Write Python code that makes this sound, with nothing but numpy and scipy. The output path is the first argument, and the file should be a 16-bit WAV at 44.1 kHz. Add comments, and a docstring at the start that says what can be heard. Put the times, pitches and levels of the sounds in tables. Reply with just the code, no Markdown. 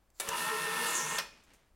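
"""A geared motor in a label dispenser whirs for a second, feeding one label, close by in a small room.
A label is plucked off with a swish and a snap, and the drive clicks in. Meshing teeth give tones and
excite the housing's resonances; reel and rollers moan; the paper strip hisses by friction and peels
in tiny fractures of glue. The drive stops with a ringing clack, and the strip settles in faint ticks."""
import sys
import numpy as np
from scipy import signal
from scipy.fft import rfft, irfft
from scipy.io import wavfile

SR = 44100
rng = np.random.default_rng(int(sys.argv[2]) if len(sys.argv) > 2 else 0)


def digitize_waveform(pressure):
    """Quantize a signal to 16-bit integers and store it at the path in sys.argv[1].

    Rows of a 2-D input are taken as channels; values are limited to [-1, 1].
    """
    field = np.atleast_2d(pressure).T
    bounded = np.clip(field, -1, 1)
    quanta = np.round(bounded * 32767).astype(np.int16)
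    wavfile.write(sys.argv[1], SR, quanta)


N = 77175
T, HZ = np.arange(N) / SR, np.fft.rfftfreq(2 * N, 1 / SR)
START_S, STOP_S = .2, 1.177


def motor():
    """Forced vibration: gear tones, tooth clatter and a whine of steady pitch swell with the effort."""
    # Effort of the drive. Each row: time in seconds, gain in dB.
    effort = [(.2, -7), (.245, -10), (.285, -1), (.32, -1), (.38, 0), (.5, 0.5), (.62, 0.5), (.73, 0.5),
              (.85, 3), (.94, 1), (1.05, -1), (1.18, 1.5)]
    whine = amp(-53) * tone(2160, rough=.18) * running(.24, rise_s=.51, fall_db_per_s=100)
    vibration = gears() + clatter() + whine
    return vibration * amp(curve(effort)) * running(START_S, rise_s=.0023, fall_db_per_s=232)


def gears():
    """Periodic tooth contact gives tones whose frequencies are proportional to the motor's speed."""
    # Motor speed. Each row: time in seconds, mesh frequency in Hz.
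    mesh_pitch = [(.2, 1003), (.26, 1560), (.31, 1725), (.355, 1802), (.395, 1838), (.44, 1811), (.5, 1847),
                  (.68, 1815), (.79, 1789), (.86, 1802), (.97, 1831), (1.08, 1839), (1.185, 1822),
                  (1.26, 1714)]
    # Gear tones. Each row: frequency at full speed in Hz, relative level in dB, roughness from 0 to 1.
    partials = [(838, -54.5, .5), (915, -52.5, .3), (974, -51.5, .2), (1045, -52, .45), (1093, -58, .4),
                (1266, -49.5, .35), (1346, -48, .35), (1534, -58, .6), (1642, -58, .6), (2840, -59, .6)]
    # Load on the gears, highest as they wind up. Each row: time in seconds, gain in dB.
    load = [(.2, -3), (.27, -5), (.34, 4), (.42, .5), (.5, 2.5), (.64, -1.5), (.85, -1), (1.0, -.5),
            (1.18, -3)]
    full_speed_hz, wobble = 1828, .00246
    speed = curve(mesh_pitch) / full_speed_hz * (1 + wobble * drift(25))
    train = sum(amp(db) * tone(hz * speed, rough) for hz, db, rough in partials)
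    mesh = amp(-44.5) * tone(full_speed_hz * speed, rough=.15)
    return train * amp(curve(load)) + mesh * running(.31, rise_s=.09, fall_db_per_s=60)


def clatter():
    """Impact excitation: random knocks of the teeth ring the resonances of the housing."""
    # Spectrum of the knocks. Each row: frequency in Hz, relative density in dB.
    knock_colour = [(60, -55.5), (110, -14), (150, -7.5), (280, -7), (450, 2.5), (720, -5), (950, 4.5),
                    (1400, 1.5), (2050, 0), (2700, 3.5), (4000, -7), (6000, -6.5), (15000, -21)]
    # Resonances and antiresonances. Each row: centre in Hz, width in Hz, lift in dB.
    housing = [(152.4, 8.6, 11.5), (181.6, 17.6, 14), (234, 10, 14), (269, 9.4, -15.5), (356, 36, 6),
               (450, 28, 7), (627, 27, 8.5), (880, 106, 3), (1029, 74, 5.5), (1200, 31, 1.5), (1374, 97, 8),
               (1523, 19, 4), (1710, 40, 4), (1799, 88, 11), (2230, 24, -1), (2640, 65, 5.5),
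               (2854, 23, 7.5), (3508, 135, 7.5)]
    housing_db = sum(db * np.exp(-((HZ - hz) / width) ** 2) for hz, width, db in housing)
    knocks = grains(per_s=1800, spread_db=1)
    return amp(-39) * unit(colour(knocks, spectrum(knock_colour) + housing_db))


def drive_start():
    """The drive engages in three quick impacts, and its modes ring freely."""
    # Impacts. Each row: start in seconds, level in dB, t60 in seconds.
    hits = [(.1987, -29, 0.05), (.2008, -31.5, .05), (.2058, -33, 0.057)]
    # Contact spectrum. Each row: frequency in Hz, relative density in dB.
    tint = [(100, -31.5), (350, -1.5), (600, -3), (950, 1), (1900, 1), (3200, -3.5), (5000, -3),
            (6400, -3.5), (7600, 5.5), (9500, -0.5), (11700, 3), (12400, -29), (16000, -3)]
    # Modes. Each row: frequency in Hz, level in dB, t60 in seconds.
    modes = [(375, -49, 0.53), (2283, -43.5, 0.27), (3725, -36, 0.077), (5950, -35, 0.04),
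             (7620, -39, 0.076)]
    return clack(hits, tint, modes)


def drive_stop():
    """Impact and rebound: a metal part lands, bounces and rings as the drive stops."""
    # Impacts. Each row: start in seconds, level in dB, t60 in seconds.
    hits = [(1.1835, -25.5, 0.041), (1.187, -25.5, 0.028), (1.1915, -33.5, 0.093)]
    # Contact spectrum. Each row: frequency in Hz, relative density in dB.
    tint = [(120, -24.5), (400, -9.5), (750, -4.5), (1300, 2), (2400, 2.5), (3800, -0.5), (4700, 0),
            (5400, 3), (6600, -5.5), (7900, -6), (9000, -8), (11500, -12), (13100, -5), (14000, -16),
            (16000, -16)]
    # Modes. Each row: frequency in Hz, level in dB, t60 in seconds.
    modes = [(170, -60, 0.19), (565, -48, 0.29), (1040, -38.5, 0.18), (1350, -44.5, 0.24),
             (2180, -46, 0.12), (2471, -43.5, 0.34), (5210, -50, 0.38), (5200, -49, 0.28)]
    return clack(hits, tint, modes)


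def slide():
    """Sliding friction: dense tiny contacts of paper on the guides merge into a hiss."""
    # Strength of the hiss. Each row: time in seconds, relative level in dB.
    levels = [(0.32, -54), (0.382, -44), (0.524, -49), (0.618, -47), (0.688, -49.5), (0.858, -42.5),
              (1.048, -50), (1.17, -51)]
    # Friction spectrum. Each row: frequency in Hz, relative density in dB.
    tint = [(1500, -37), (4000, 4.5), (6500, -0.5), (8500, 3), (10200, 8), (11500, 2), (15500, -6.5)]
    hiss = unit(colour(grains(per_s=9000, spread_db=2), spectrum(tint)))
    return hiss * amp(4.5 + curve(levels)) * running(START_S, rise_s=.013, fall_db_per_s=510)


def peel():
    """Adhesive fracture: glue lets go in tiny snaps, in a band that sinks and then partly recovers."""
    # Peeling band. Each row: time in seconds, centre in Hz, level in dB before the fades.
    path = [(.84, 8300, -65), (.888, 7300, -37.5), (.925, 6940, -43.5), (.962, 6800, -32), (1.0, 5970, -38),
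            (1.05, 6302, -42), (1.13, 7014, -42.5), (1.18, 6800, -42)]
    hz, t, snaps = signal.stft(grains(per_s=2200, spread_db=-.5), SR, nperseg=256)
    octaves = np.log2((hz[:, None] + 1) / np.interp(t, T, curve(path)))
    band = np.exp(-(octaves / .21) ** 2)
    upper_skirt = amp(-9.5) * np.exp(-((octaves - .35) / .26) ** 2)
    crackle = unit(signal.istft(snaps * (band + upper_skirt), SR, nperseg=256)[1][:N])
    return crackle * amp(curve(path, column=2)) * running(.8, rise_s=.05, fall_db_per_s=820)


def paper_snaps():
    """Brief transients have broad spectra: the paper snaps, and ticks as it settles."""
    # Snaps and ticks. Each row: start in seconds, level in dB, t60 in seconds.
    snaps = [(.102, -63, 0.022), (.2885, -25.5, 0.023), (.2955, -48, 0.019), (1.436, -65.5, 0.12),
             (1.535, -60.5, 0.13)]
    # Their spectrum. Each row: frequency in Hz, relative density in dB.
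    tint = [(500, -1), (3300, -6.5), (4700, -1), (5500, 0), (6400, 5.5), (8500, 0.5), (15500, -8)]
    return clicks(snaps, tint, rise_s=.00033)


def reel():
    """Amplitude modulation: each moan of reel and rollers swells and fades on one pitch."""
    # Each row: middle in seconds, length in seconds, frequency in Hz, peak level in dB.
    moans = [(.285, 0.18, 558, -52), (.335, 0.1, 945, -42.5), (0.485, 0.078, 872, -39.5),
             (0.545, 0.097, 435, -39), (0.694, 0.075, 437.3, -46.5), (0.847, 0.19, 474, -46),
             (0.893, 0.19, 320, -57.5), (0.98, 0.16, 368, -53), (1.044, 0.26, 151.4, -53.5),
             (1.12, 0.062, 466, -51.5)]
    sound = np.zeros(N)
    for middle, length, hz, db in moans:
        swell = np.cos(np.pi * np.clip((T - middle) / length, -.5, .5)) ** 1.23
        sound += amp(db) * tone(hz, rough=.1) * swell
    return sound


def swish():
    """Friction noise: the label slips under the fingers before it lifts."""
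    # Strength of the slip. Each row: time in seconds, level in dB.
    levels = [(.12, -100), (.15, -72.5), (.185, -64.5), (.198, -56), (.205, -100)]
    # Friction spectrum. Each row: frequency in Hz, relative density in dB.
    tint = [(1500, -29.5), (4500, -6.5), (6000, -10), (7400, 1), (8600, -13), (15000, -11)]
    return unit(colour(rng.standard_normal(N), spectrum(tint))) * amp(curve(levels))


def rustle():
    """Shot noise: the slack strip crackles faintly as it is handled and as it settles."""
    # Strength of the crackle. Each row: time in seconds, level in dB.
    levels = [(0, -83), (.13, -104), (.19, -68), (.3, -58.5), (1.3, -65), (1.385, -64), (1.47, -70),
              (1.51, -64), (1.6, -72.5), (1.68, -76), (1.75, -93)]
    # Its spectrum. Each row: frequency in Hz, relative density in dB.
    tint = [(100, 0), (240, 10), (420, 3.5), (1200, 3.5), (2300, 4), (5000, -5.5), (9000, -11),
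            (15500, -26)]
    return unit(colour(grains(per_s=2500, spread_db=4), spectrum(tint))) * amp(curve(levels))


def reverberation(x):
    """Convolution with a diffuse tail that decays exponentially and lasts longest in the bass."""
    # Reverberation time. Each row: frequency in Hz, t60 in seconds.
    t60 = [(150, 0.61), (1000, 0.28), (5000, 0.45), (8000, 0.3), (13000, 0.28)]
    hz, t, noise = signal.stft(rng.standard_normal(N), SR, nperseg=256)
    decay = np.exp(-np.log(1000) * t / spectrum(t60, hz)[:, None])
    tail = signal.istft(noise * decay, SR, nperseg=256)[1][:N]
    tail *= np.clip((T - .004) / .0021, 0, 1)  # reflections arrive after the direct sound
    return signal.fftconvolve(x, tail / np.linalg.norm(tail))[:N]


def ambience(machine):
    """The diffuse field from one direction: reverberation over steady room tone."""
    # Room tone. Each row: frequency in Hz, relative density in dB.
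    tint = [(15, -9.5), (33, 0.5), (60, -4.5), (100, -13), (200, -19.5), (500, -20.5), (1200, -25),
            (3000, -35), (15000, -40)]
    room_tone = unit(shaped(rng.standard_normal(N), amp(spectrum(tint))))
    return amp(-11.5) * reverberation(machine) + amp(-69) * room_tone


def stereo(machine):
    """Mid-side stereo: phase and level differences place the machine; uncorrelated room sound widens it."""
    # Width of the direct sound and of the room. Each row: frequency in Hz, side gain in dB.
    direct_width = [(40, -21), (150, -15.5), (600, -19.5), (1300, -21.5), (3500, -49), (6000, -38),
                    (9500, -12), (13000, -40)]
    room_width = [(40, -18), (300, -14.5), (1000, -11.5), (3500, -41), (6000, -10.5), (10000, 0),
                  (13000, -26.5)]
    # Lean to the left. Each row: frequency in Hz, left over right in dB.
    balance = [(40, .7), (170, 2.5), (350, -.3), (650, 2.2), (1300, .4), (10000, 0)]
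    mid = machine + ambience(machine)
    side = shaped(machine, 1j * amp(spectrum(direct_width)))  # a quarter cycle out of phase
    side += shaped(ambience(machine), amp(spectrum(room_width)))
    lean = amp(spectrum(balance) / 2)
    return np.array([shaped(mid, lean) + side, shaped(mid, 1 / lean) - side])


def clack(hits, tint, modes):
    """Modal ringing: contact noise plus damped sinusoids that start at the first impact."""
    start = hits[0][0]
    ring = sum(amp(db) * strike(start, t60, rise_s=.0014) * np.sin(2 * np.pi * (hz * T + rng.random()))
               for hz, db, t60 in modes)
    return clicks(hits, tint, rise_s=.00091) + ring


def clicks(hits, tint, rise_s):
    """Incoherent bursts of contact noise add in power."""
    power = sum((amp(db) * strike(start, t60, rise_s)) ** 2 for start, db, t60 in hits)
    return colour(np.sqrt(power) * rng.standard_normal(N), spectrum(tint))


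def strike(start, t60, rise_s):
    """Damping: after a linear rise, a blow decays by 60 dB in t60 seconds."""
    age = np.maximum(T - start, 0)
    return np.minimum(age / rise_s, 1) * np.exp(-np.log(1000) * age / t60)


def running(start, rise_s, fall_db_per_s):
    """An envelope that rises, holds, and decays exponentially once the drive stops."""
    return np.clip((T - start) / rise_s, 0, 1) * amp(-fall_db_per_s * np.maximum(T - STOP_S, 0))


def tone(hz, rough, flutter_hz=14.7):
    """Random modulation makes a partial flutter in amplitude and phase."""
    scatter = (drift(flutter_hz) + 1j * drift(flutter_hz)) / np.sqrt(2)
    flutter = np.sqrt(1 - rough ** 2) + rough * scatter
    cycles = np.cumsum(hz * np.ones(N)) / SR + rng.random()
    return np.sqrt(2) * (flutter * np.exp(2j * np.pi * cycles)).real


def grains(per_s, spread_db):
    """A Poisson process of tiny impacts of uneven size, at rms 1."""
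    impulses = (rng.random(N) < per_s / SR) * rng.choice([-1, 1], N)
    return unit(impulses * amp(spread_db * np.minimum(rng.exponential(1, N), 3)))


def drift(rate_hz):
    """Low-pass noise of rms 1."""
    return unit(shaped(rng.standard_normal(N), np.exp(-(HZ / rate_hz) ** 2)))


def colour(x, db):
    """A minimum-phase filter of unit power, so that resonances ring after their cause."""
    cepstrum = irfft(np.log(unit(amp(db))))
    cepstrum[1:N] *= 2
    cepstrum[N + 1:] = 0
    return shaped(x, np.exp(rfft(cepstrum)))


def shaped(x, gain):
    """Linear filtering by a gain for each frequency."""
    return irfft(rfft(x, 2 * N) * gain)[:N]


def spectrum(points, hz=HZ):
    """Interpolation on a log-frequency axis."""
    point_hz, value = np.transpose(points)
    return np.interp(np.log(hz + 1), np.log(point_hz + 1), value)


def curve(rows, column=1):
    """One column of a time table, interpolated at every sample."""
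    rows = np.array(rows)
    return np.interp(T, rows[:, 0], rows[:, column])


def amp(db):
    """Decibels to gain."""
    return 10 ** (np.asarray(db) / 20)


def unit(x):
    """Normalisation to rms 1."""
    return x / np.sqrt(np.mean(abs(x) ** 2) + 1e-20)


def scene():
    """Superposition of drive and paper in the room; the moans stay dry and central."""
    drive = motor() + drive_start() + drive_stop()
    paper = slide() + peel() + paper_snaps() + swish() + rustle()
    return stereo(drive + paper) + reel()


def record(dry):
    """Band limiting: a linear-phase low-pass removes the highest treble."""
    cutoff_hz = 15950
    lowpass = signal.firwin(511, cutoff_hz, window=("kaiser", 9), fs=SR)
    return signal.oaconvolve(dry, lowpass[None], "same")


dry = scene()
out = record(dry)
digitize_waveform(out)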